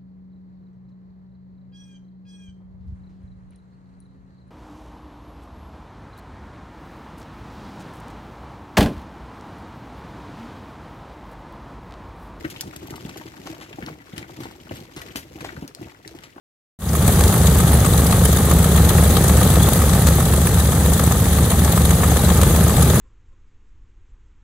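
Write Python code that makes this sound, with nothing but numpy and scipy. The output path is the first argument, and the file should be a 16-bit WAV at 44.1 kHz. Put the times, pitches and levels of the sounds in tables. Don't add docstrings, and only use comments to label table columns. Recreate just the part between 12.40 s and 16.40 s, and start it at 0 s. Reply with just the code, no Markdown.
import sys
import numpy as np
from scipy import signal
from scipy.fft import rfft, irfft
from scipy.io import wavfile

SR = 44100
rng = np.random.default_rng(int(sys.argv[2]) if len(sys.argv) > 2 else 0)


def waveform_to_disk(signal):
    frames = np.transpose(np.atleast_2d(signal))
    scaled = np.clip(frames, -1, 1) * 32767
    samples = np.round(scaled).astype(np.int16)
    wavfile.write(sys.argv[1], SR, samples)


N = 176400
TIME = np.arange(N) / SR
AGE = TIME[:SR // 5]
LEFT_LEAD_S, DIFFUSE_HZ = 0.0003, 525


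def from_db(db):
    return 10 ** (np.asarray(db) / 20)


def at_hz(curve, hz):
    f, db = np.transpose(curve)
    return np.interp(np.log(hz + 1), np.log(f), db)


def colour(x, curve):
    gain = from_db(at_hz(curve, np.fft.rfftfreq(2 * N, 1 / SR)))
    gain /= np.sqrt(np.mean(gain ** 2))
    cepstrum = irfft(np.log(gain))[:N]
    cepstrum[1:] *= 2
    return irfft(rfft(x, 2 * N) * np.exp(rfft(cepstrum, 2 * N)))[..., :N]


def low_pass(x, hz):
    return signal.sosfilt(signal.butter(1, hz, fs=SR, output="sos"), x)


def grains(size, rough_db, per_s):
    grain = np.cumsum(rng.random(size) < per_s / SR)
    noise = rng.standard_normal(size)
    noise *= from_db(rough_db * np.clip(rng.standard_normal(size + 1), -2, 2))[grain]
    return noise / noise.std()


def place(out, s, sound):
    lead_s = LEFT_LEAD_S + 0.0001 * rng.standard_normal()
    for channel, start in zip(out, (s, s + lead_s)):
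        i = int(np.clip(start * SR, 0, N))
        channel[i:i + len(sound)] += sound[:N - i]


def diffuse(mid, other):
    side = signal.sosfilt(signal.butter(1, DIFFUSE_HZ, "high", fs=SR, output="sos"), other)
    return np.array([mid + side, np.roll(mid - side, int(LEFT_LEAD_S * SR))]) / np.sqrt(2)


# (time [s], level [dB])
FLOCK_RIDE = [(0, -43), (0.26, -43.5), (0.38, -45), (0.66, -43), (0.93, -46), (1.1, -40.5), (1.29, -50),
              (1.48, -42), (1.6, -51.5), (1.81, -43), (1.87, -48), (2.03, -43), (2.2, -50), (2.39, -43.5),
              (2.47, -50.5), (2.58, -44.5), (2.88, -49.5), (3.06, -42), (3.33, -53.5), (3.43, -44.5),
              (3.62, -58), (3.68, -46), (4, -56)]
# (frequency [Hz], level [dB])
RUSTLE_EQ = [(500, -2.5), (1000, -6.5), (2200, 1.5), (7500, -6), (9500, -16), (13000, -7), (16000, -41)]
# (frequency [Hz], level [dB])
EARTH_EQ = [(65, -2.5), (135, 0), (220, -8.5), (315, 1), (450, -10), (800, -16), (2500, -40)]


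def flock_bed():
    bustle = from_db(np.interp(TIME, *np.transpose(FLOCK_RIDE)))
    rustle = bustle * diffuse(*[grains(N, rough_db=6, per_s=380) for _ in range(2)])
    trample = bustle * diffuse(*rng.standard_normal((2, N)))
    return from_db(-5.5) * colour(rustle, RUSTLE_EQ) + from_db(-0.5) * colour(trample, EARTH_EQ)


def far_steps(per_s, level_db, low_hz, high_hz):
    when, chance, force, pitch = rng.random((4, SR // 100))
    s = when * N / SR
    accent_db = np.minimum(-3 * np.log(force), 7)
    db = level_db + np.interp(s, *np.transpose(FLOCK_RIDE)) + accent_db
    hz = low_hz * (high_hz / low_hz) ** pitch
    return np.column_stack([s, db, hz])[chance < per_s * N / SR / len(s)]


# (frequency [Hz], level [dB])
AIR_EQ = [(70, -1.5), (300, -7), (16000, -33)]


def night_air():
    return from_db(-57) * colour(diffuse(*rng.standard_normal((2, N))), AIR_EQ)


# (time [s], level [dB], pitch [Hz])
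THUD_CUES = [(0.045, -20, 322), (0.254, -27.5, 183), (0.274, -27.5, 143), (0.427, -32.5, 300),
             (0.507, -28.5, 316), (0.524, -28, 126), (0.649, -24.5, 195), (0.693, -28.5, 155),
             (0.761, -29.5, 353), (0.854, -28, 347), (1.056, -29.5, 308), (1.099, -26, 306),
             (1.308, -35.5, 413), (1.385, -29, 307), (1.424, -25.5, 180), (1.733, -28, 180),
             (1.775, -31.5, 135), (2.004, -27, 300), (2.054, -30, 330), (2.3095, -22.5, 276),
             (2.564, -27, 317), (2.754, -25, 263), (2.956, -28.5, 303), (3.009, -29.5, 152),
             (3.046, -27.5, 346), (3.173, -25.5, 133), (3.223, -23.5, 161), (3.412, -27, 331),
             (3.428, -34, 159), (3.748, -31, 300), (3.962, -32.5, 346)]


def hoof_thuds(cues, rise_s=0.0028, crumble_s=0.02):
    swing, crumble = np.zeros((2, 2, N))
    punch = AGE / rise_s * np.exp(1 - AGE / rise_s)
    for s, db, hz in cues:
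        place(swing, s, -from_db(db - 1.5) * np.sin(2 * np.pi * hz * AGE) * punch)
        place(crumble, s, from_db(db - 7) * rng.standard_normal(len(AGE)) * np.exp(-AGE / crumble_s))
    return swing + colour(crumble, EARTH_EQ)


# (time [s], level [dB], pitch [Hz])
CLACK_CUES = [(0.049, -24.5, 1654), (0.0505, -35, 560), (0.162, -29.5, 2960), (0.233, -36, 816),
              (0.539, -31.5, 910), (0.813, -32, 935), (1.072, -29.5, 705), (1.329, -31.5, 2580),
              (1.385, -30, 730), (1.425, -29, 1960), (1.483, -29, 890), (1.827, -30.5, 2200),
              (1.894, -34.5, 603), (2.055, -32.5, 740), (2.3105, -27.5, 550), (2.616, -31.5, 1920),
              (3.008, -32, 1330), (3.0455, -26.5, 750), (3.09, -28.5, 1860), (3.166, -33.5, 1400),
              (3.47, -40, 730), (3.649, -37, 1950), (3.98, -34, 834)]


def hoof_clacks(cues, crunch_s=0.0051):
    out = np.zeros((2, N))
    for s, db, hz in cues:
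        crunch = grains(len(AGE), rough_db=2, per_s=3000) * np.exp(-AGE / crunch_s)
        contact = (AGE == 0) + from_db(-13.5) * crunch
        horn_hz = 1680 * 2 ** rng.uniform(-0.68, 0.5)
        spot = signal.lfilter(*signal.iirpeak(hz, Q=3.84, fs=SR), contact)
        horn = signal.lfilter(*signal.iirpeak(horn_hz, Q=1, fs=SR), contact)
        ring = low_pass(spot - from_db(-15.5) * horn, hz + horn_hz)
        place(out, s, from_db(db + 2.5) * ring / np.abs(ring).max())
    return out


# (time [s], level [dB], treble shelf [dB], decay [s])
SCUFF_CUES = [(0.1, -40, 16.5, 0.011), (0.362, -34.5, 14, 0.004), (0.471, -35.5, 6, 0.0045),
              (0.506, -38.5, 12, 0.0072), (0.557, -36, 7, 0.011), (0.693, -23, -24, 0.0043),
              (0.771, -36.5, 8.5, 0.013), (1.066, -30.5, -23, 0.016), (1.21, -32, -22, 0.03),
              (1.762, -35.5, -5, .022), (1.779, -27, -10, 0.015), (2.003, -35, -1.5, 0.033),
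              (2.034, -30, -21, 0.018), (2.35, -44, 11.5, .025), (2.563, -27, -6, 0.028),
              (2.616, -30, 0, 0.01), (2.7581, -25.5, 6.5, 0.024), (3.006, -27.5, -12, 0.011),
              (3.045, -27, -27, 0.023), (3.836, -32.5, -32, .02)]
# (frequency [Hz], level [dB])
GRIT_EQ = [(300, -4.5), (2200, -5), (3800, -6.5), (5000, -10), (7500, -10.5), (9500, -16.5), (12000, -9),
           (16000, -29)]


def hoof_scuffs(bite_s=0.0041, shelf_hz=5930):
    out = np.zeros((2, N))
    for s, db, treble_db, decay_s in SCUFF_CUES:
        drag = grains(len(AGE), rough_db=2, per_s=800) * np.exp(-AGE / decay_s)
        bite = from_db(-11) * rng.standard_normal(len(AGE)) * np.exp(-AGE / bite_s)
        coarse = low_pass(drag + bite, shelf_hz)
        fine = drag + bite - coarse
        place(out, s, from_db(db - 5.5) * (coarse + from_db(treble_db) * fine))
    return colour(out, GRIT_EQ)


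# (time [s], level [dB], pitch [Hz])
SNAP_CUES = [(0.2096, -14, 7700), (0.2142, -22, 6360), (1.072, -26, 2970), (1.463, -27.5, 3340),
             (1.78, -23.5, 3200), (2.7585, -19.5, 1710), (3.278, -31.5, 4200), (3.349, -26, 4840),
             (3.677, -25.5, 4140), (3.788, -32.5, 1900)]


def straw_snaps(crack_s=0.0004, splinter_s=0.005):
    out = np.zeros((2, N))
    envelope = np.exp(-AGE / crack_s) + from_db(-13) * np.exp(-AGE / splinter_s)
    for s, db, hz in SNAP_CUES:
        burst = rng.standard_normal(len(AGE)) * envelope
        crack = signal.lfilter(*signal.iirpeak(hz, Q=1.3, fs=SR), burst)
        place(out, s, from_db(db + 4.5) * crack / np.abs(crack).max())
    return out


def pen_reverb(x, t60_s=0.2, damping_hz=7700, wet_db=-13.5):
    reflections = diffuse(*rng.standard_normal((2, len(AGE))))
    tail = low_pass(reflections, damping_hz) * from_db(-60 * AGE / t60_s)
    tail /= np.sqrt(np.sum(tail ** 2) / 2)
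    tail -= low_pass(tail, DIFFUSE_HZ)
    return from_db(wet_db) * signal.fftconvolve(x[:1], tail, axes=1)[:, :N]


def scene():
    bed = flock_bed() + night_air()
    near = hoof_thuds(THUD_CUES) + hoof_clacks(CLACK_CUES) + hoof_scuffs() + straw_snaps()
    far = hoof_thuds(far_steps(per_s=50, level_db=4, low_hz=58.5, high_hz=507))
    far += hoof_clacks(far_steps(per_s=75, level_db=0, low_hz=465, high_hz=3550))
    return bed + near + far + pen_reverb(near + far)


# (frequency [Hz], left over right [dB])
LEFT_LEAN = [(250, 0.5), (1000, 3.5), (2000, 8), (4000, 2), (14000, 3)]


def record(dry, low_cut_hz=54, high_cut_hz=16200):
    lean_db = at_hz(LEFT_LEAN, np.fft.rfftfreq(2 * N, 1 / SR))
    pan = from_db([lean_db / 2, -lean_db / 2])
    heard = irfft(rfft(dry, 2 * N) * pan)[:, :N]
    heard = signal.sosfilt(signal.butter(4, low_cut_hz, "high", fs=SR, output="sos"), heard)
    return signal.sosfilt(signal.ellip(10, 0.1, 80, high_cut_hz, fs=SR, output="sos"), heard)


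dry = scene()
out = record(dry)
waveform_to_disk(out)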